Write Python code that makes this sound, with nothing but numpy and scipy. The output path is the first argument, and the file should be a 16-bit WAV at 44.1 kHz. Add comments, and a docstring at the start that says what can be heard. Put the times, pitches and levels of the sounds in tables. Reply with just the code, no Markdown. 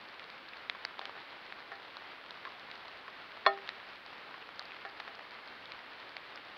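"""A forest in light rain, heard from a small camera in a hard plastic housing.
Countless far drops blur into a bed of hiss; nearer ones patter and tick on wet leaves and bark,
each a snap, a short damped ring and a puff of spray. A few drips from the branches
land on the housing and make it ring, one of them heavily."""
import sys
import numpy as np
from scipy import signal
from scipy.fft import rfft, irfft
from scipy.io import wavfile
from scipy.ndimage import uniform_filter1d

SR = 44100
rng = np.random.default_rng(int(sys.argv[2]) if len(sys.argv) > 2 else 0)


def inscribe(sig):
    """Save sig as 16-bit PCM at rate SR to the path in sys.argv[1].

    A 1-D sig is mono; a 2-D sig holds one channel per row.
    Samples are clipped to [-1, 1] before scaling.
    """
    pcm = np.round(np.clip(np.atleast_2d(sig).T, -1, 1) * 32767)
    wavfile.write(sys.argv[1], SR, pcm.astype(np.int16))


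N = 289737


def undb(db):
    """Decibels to gain."""
    return 10 ** (np.asarray(db) / 20)


def level(x, db):
    """Scale to an rms level."""
    return x * undb(db) / np.sqrt(np.mean(x ** 2))


def fade(t, t60):
    """Decay by 60 dB in t60 seconds."""
    return np.exp(-np.log(1000) * t / t60)


def ring(t, hz, t60):
    """One struck resonance."""
    return np.sin(2 * np.pi * hz * t) * fade(t, t60)


def add(track, s, sound):
    """Mix a sound into the track at s seconds."""
    i = int(s * SR)
    track[i:i + len(sound)] += sound[:N - i]


def colour(x, points):
    """EQ a sound along a curve of (frequency [Hz], gain [dB]) points."""
    hz, db = np.transpose(points)
    bins = np.maximum(np.fft.rfftfreq(N, 1 / SR), 1)
    curve_db = np.interp(np.log(bins), np.log(hz), db)
    return irfft(rfft(x) * undb(curve_db), N)


def wobble(rate_hz):
    """Random modulation at unit rms: sample-and-hold, smoothed twice."""
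    hold = int(SR / rate_hz)
    steps = np.repeat(rng.standard_normal(N // hold + 1), hold)
    smooth = uniform_filter1d(uniform_filter1d(steps, hold), hold)
    return level(smooth[:N], 0)


def radiate(x, low_cut_hz):
    """Small surfaces give off almost no bass."""
    return signal.sosfilt(signal.butter(3, low_cut_hz, btype="high", fs=SR, output="sos"), x)


def far_rain(start_db=-48.5, rise_db_per_s=0.0574, flicker_db=0.68):
    """Distant drops merge into a bed of hiss that flickers a little and swells very slightly."""
    # tone of the rain over the forest floor: (frequency [Hz], gain [dB])
    spectrum = [(20, -24.5), (45, -14), (62, -14), (90, -11.5), (160, -9.5), (280, -4.5), (480, -2),
                (800, -0.5), (1300, 1.5), (2050, 0), (2700, -3), (4200, -8), (6000, -13), (9000, -9)]
    hiss = level(colour(rng.standard_normal(N), spectrum), start_db)
    swell_db = rise_db_per_s * np.arange(N) / SR
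    return hiss * undb(swell_db + flicker_db * wobble(rate_hz=25))


def tick(body_db, body_hz, splash_db, splash_hz, snap_db=6, side_db=-18, spray_db=-27):
    """A drop bursts: a hard snap, a few damped cycles of the wet surface and the splash, then spray."""
    t = np.arange(SR // 50) / SR
    body = ring(t, body_hz, t60=.0057)
    snap = ring(t, hz=8500, t60=.0016)
    splash = ring(t, splash_hz, t60=.0036) - undb(snap_db) * snap
    burst = undb(body_db) * body - undb(splash_db) * splash
    # every leaf and twig has a few weaker resonances of its own
    side_hz = rng.uniform(0.78 * body_hz, 1.076 * splash_hz, size=3)
    side_rings = sum(ring(t, hz, t60=.011) for hz in side_hz)
    spray = rng.standard_normal(len(t)) * fade(t, t60=.03)
    size = np.hypot(undb(body_db), undb(splash_db))
    return burst + size * (undb(side_db) * side_rings + undb(spray_db) * spray)


def patter(count=800, far_db=-54, spread_db=6, nearest_db=-40, tilt_range_db=12):
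    """Drops on the undergrowth: many faint, few near; fine ones mostly splash, big ones mostly body."""
    out = np.zeros(N)
    for when, near, leaf, pitch, fine in rng.random((count, 5)):
        db = min(far_db - spread_db * np.log(1 - near), nearest_db)
        tilt_db = tilt_range_db * (fine - .5)
        body_hz = 1500 * 2 ** (1.73 * (leaf - .5))
        splash_hz = 3800 * 2 ** (.8 * (pitch - .5))
        add(out, when * N / SR, tick(db - tilt_db, body_hz, db + tilt_db / 2, splash_hz))
    return out


def light_ticks(count=14, body_db=-40, splash_db=-35.5, tilt_range_db=9):
    """Light drops on nearby leaves, about two a second; the finer, the more splash and the less body."""
    out = np.zeros(N)
    for slot, (when, fine, leaf, pitch) in enumerate(rng.random((count, 4))):
        tilt_db = tilt_range_db * (fine - .5)
        body_hz = 1700 * 2 ** (leaf - .5)
        splash_hz = 3900 * 2 ** ((pitch - .5) / 2)
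        drop = tick(body_db - tilt_db, body_hz, splash_db + tilt_db, splash_hz)
        add(out, (slot + when) / count * N / SR, drop)
    return out


def near_ticks():
    """Foreground accents: the closest drops burst sharply on wet leaves and bark."""
    # close drops: (time [s], body level [dB], body pitch [Hz], splash level [dB], splash pitch [Hz])
    drops = [ (.1955, -36.5, 2120, -30, 3420), (0.301, -35, 2300, -32, 4430),
             (0.488, -48, 1800, -33.5, 4200), (0.6977, -18.5, 2130, -18, 3850),
             (0.8505, -22, 2000, -14.5, 4550), (0.9928, -24.5, 990, -24.5, 3650),
             (1.0547, -32, 1500, -20, 2830), (1.0948, -30.5, 1170, -37, 4320),
             (1.524, -28.5, 1710, -34, 3840), (1.969, -31, 1150, -27.5, 4030),
             (2.3076, -38, 1290, -26.5, 3800), (2.452, -29, 1700, -32, 3730),
             (2.7141, -34.5, 2130, -29, 3800), (2.754, -45, 1950, -33, 4150), (3.3732, -36, 955, -35, 2850),
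             (3.455, -27, 1810, -46, 3200), (3.676, -38, 1700, -31, 3370), (3.6907, -24, 1940, -20.5, 3900),
             (4.4904, -31, 1170, -33, 2500), (4.594, -29, 1710, -19, 4520),
             (4.7195, -30.5, 2500, -36, 3640), (5.0003, -30, 1130, -23, 2140),
             (5.0029, -27, 1940, -29, 4140), (5.1525, -45, 1800, -34, 5000),
             (5.194, -31.5, 1750, -42, 3200), (5.72, -39, 2110, -28.5, 4120),
             (6.1673, -27.5, 2200, -28, 4450), (6.3582, -53, 1800, -27, 5070)]
    out = np.zeros(N)
    for s, *drop in drops:
        add(out, s, tick(*drop))
    return out


def housing_drips(slap_db=3, crack_db=-15, rattle_db=-25):
    """A drip slaps the plastic shell and sets it ringing; where it lands decides which modes speak."""
    # shell resonances: (pitch [Hz], t60 [s], level when hit on top [dB], on an edge [dB], in front [dB])
    modes = [ (188, .8, -41, -40, -45), (394, .41, -25.5, -27, -27), (624, .15, -19.5, -26, -26),
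             (671, .17, -20, -19, -27), (793, .26, -19, -17, -28), (1032, .055, -10.5, -19, -6),
             (1135, .048, -11.5, -19, -8), (1267, .18, -21, -23, -20), (1397, .14, -25, -24, -23),
             (1711, .18, -42, -17, -32), (1820, .17, -19, -19, -28), (1935, .15, -38, -29, -32),
             (2203, .1, -25, -26, -26), (2820, .07, -34, -28, -32), (3411, .068, -20, -32, -32),
             (4257, .075, -21, -30, -32), (5360, .05, -31, -36, -38)]
    # drips from the branches: (time [s], hit level [dB], ring relative to the hit [dB], landing spot)
    drips = [ (0.7491, -33, -4, "front"), (1.0144, -28.5, -3, "edge"), (1.1640, -36.5, 1, "edge"),
             (1.7182, -28.5, -1, "edge"), (2.455, -35, -2, "front"), (2.471, -35, 1.5, "front"),
             (2.52, -49, 6, "front"), (3.0801, -31, -6, "front"), (3.4638, -11, 5, "top"),
             (3.5752, -32, -8.5, "front"), (4.3422, -32.5, -5.5, "front"), (4.851, -27.5, -0.5, "edge"),
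             (5.078, -29.5, -5, "edge")]
    out = np.zeros(N)
    t = np.arange(SR // 2) / SR
    slap = undb(slap_db) * ring(t, hz=1650, t60=.0037)
    # the drop cracks open, then many weak, well damped modes blur into a short rattle
    noise_envelope = undb(crack_db) * fade(t, t60=.03) + undb(rattle_db) * fade(t, t60=.047)
    for s, hit_db, ring_db, spot in drips:
        column = ("top", "edge", "front").index(spot)
        # neighbouring modes move in opposite directions at the microphone
        shell = sum((-1) ** k * undb(spot_db[column]) * ring(t, hz, t60)
                    for k, (hz, t60, *spot_db) in enumerate(modes))
        noise = noise_envelope * rng.standard_normal(len(t))
        add(out, s, undb(hit_db) * (slap + noise + undb(ring_db) * shell))
    return radiate(out, low_cut_hz=365)


def scene():
    """Mono mix: the bed of far rain, drops on the leaves, and drips on the housing right up close."""
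    leaves = radiate(patter() + light_ticks() + near_ticks(), low_cut_hz=495)
    return (far_rain() + leaves + housing_drips())[None]


def record(dry, mic_hz=4677, leak_db=-41, hiss_db=-82, top_hz=15750):
    """A narrow-band microphone that leaks a little treble and hisses faintly; the very top is cut."""
    mic_rolloff = signal.butter(8, mic_hz, fs=SR, output="sos")
    top_cut = signal.ellip(10, .1, 80, top_hz, fs=SR, output="sos")
    hiss = undb(hiss_db) * rng.standard_normal(dry.shape)
    heard = signal.sosfilt(mic_rolloff, dry) + undb(leak_db) * dry + hiss
    return signal.sosfilt(top_cut, heard)


dry = scene()
out = record(dry)
inscribe(out)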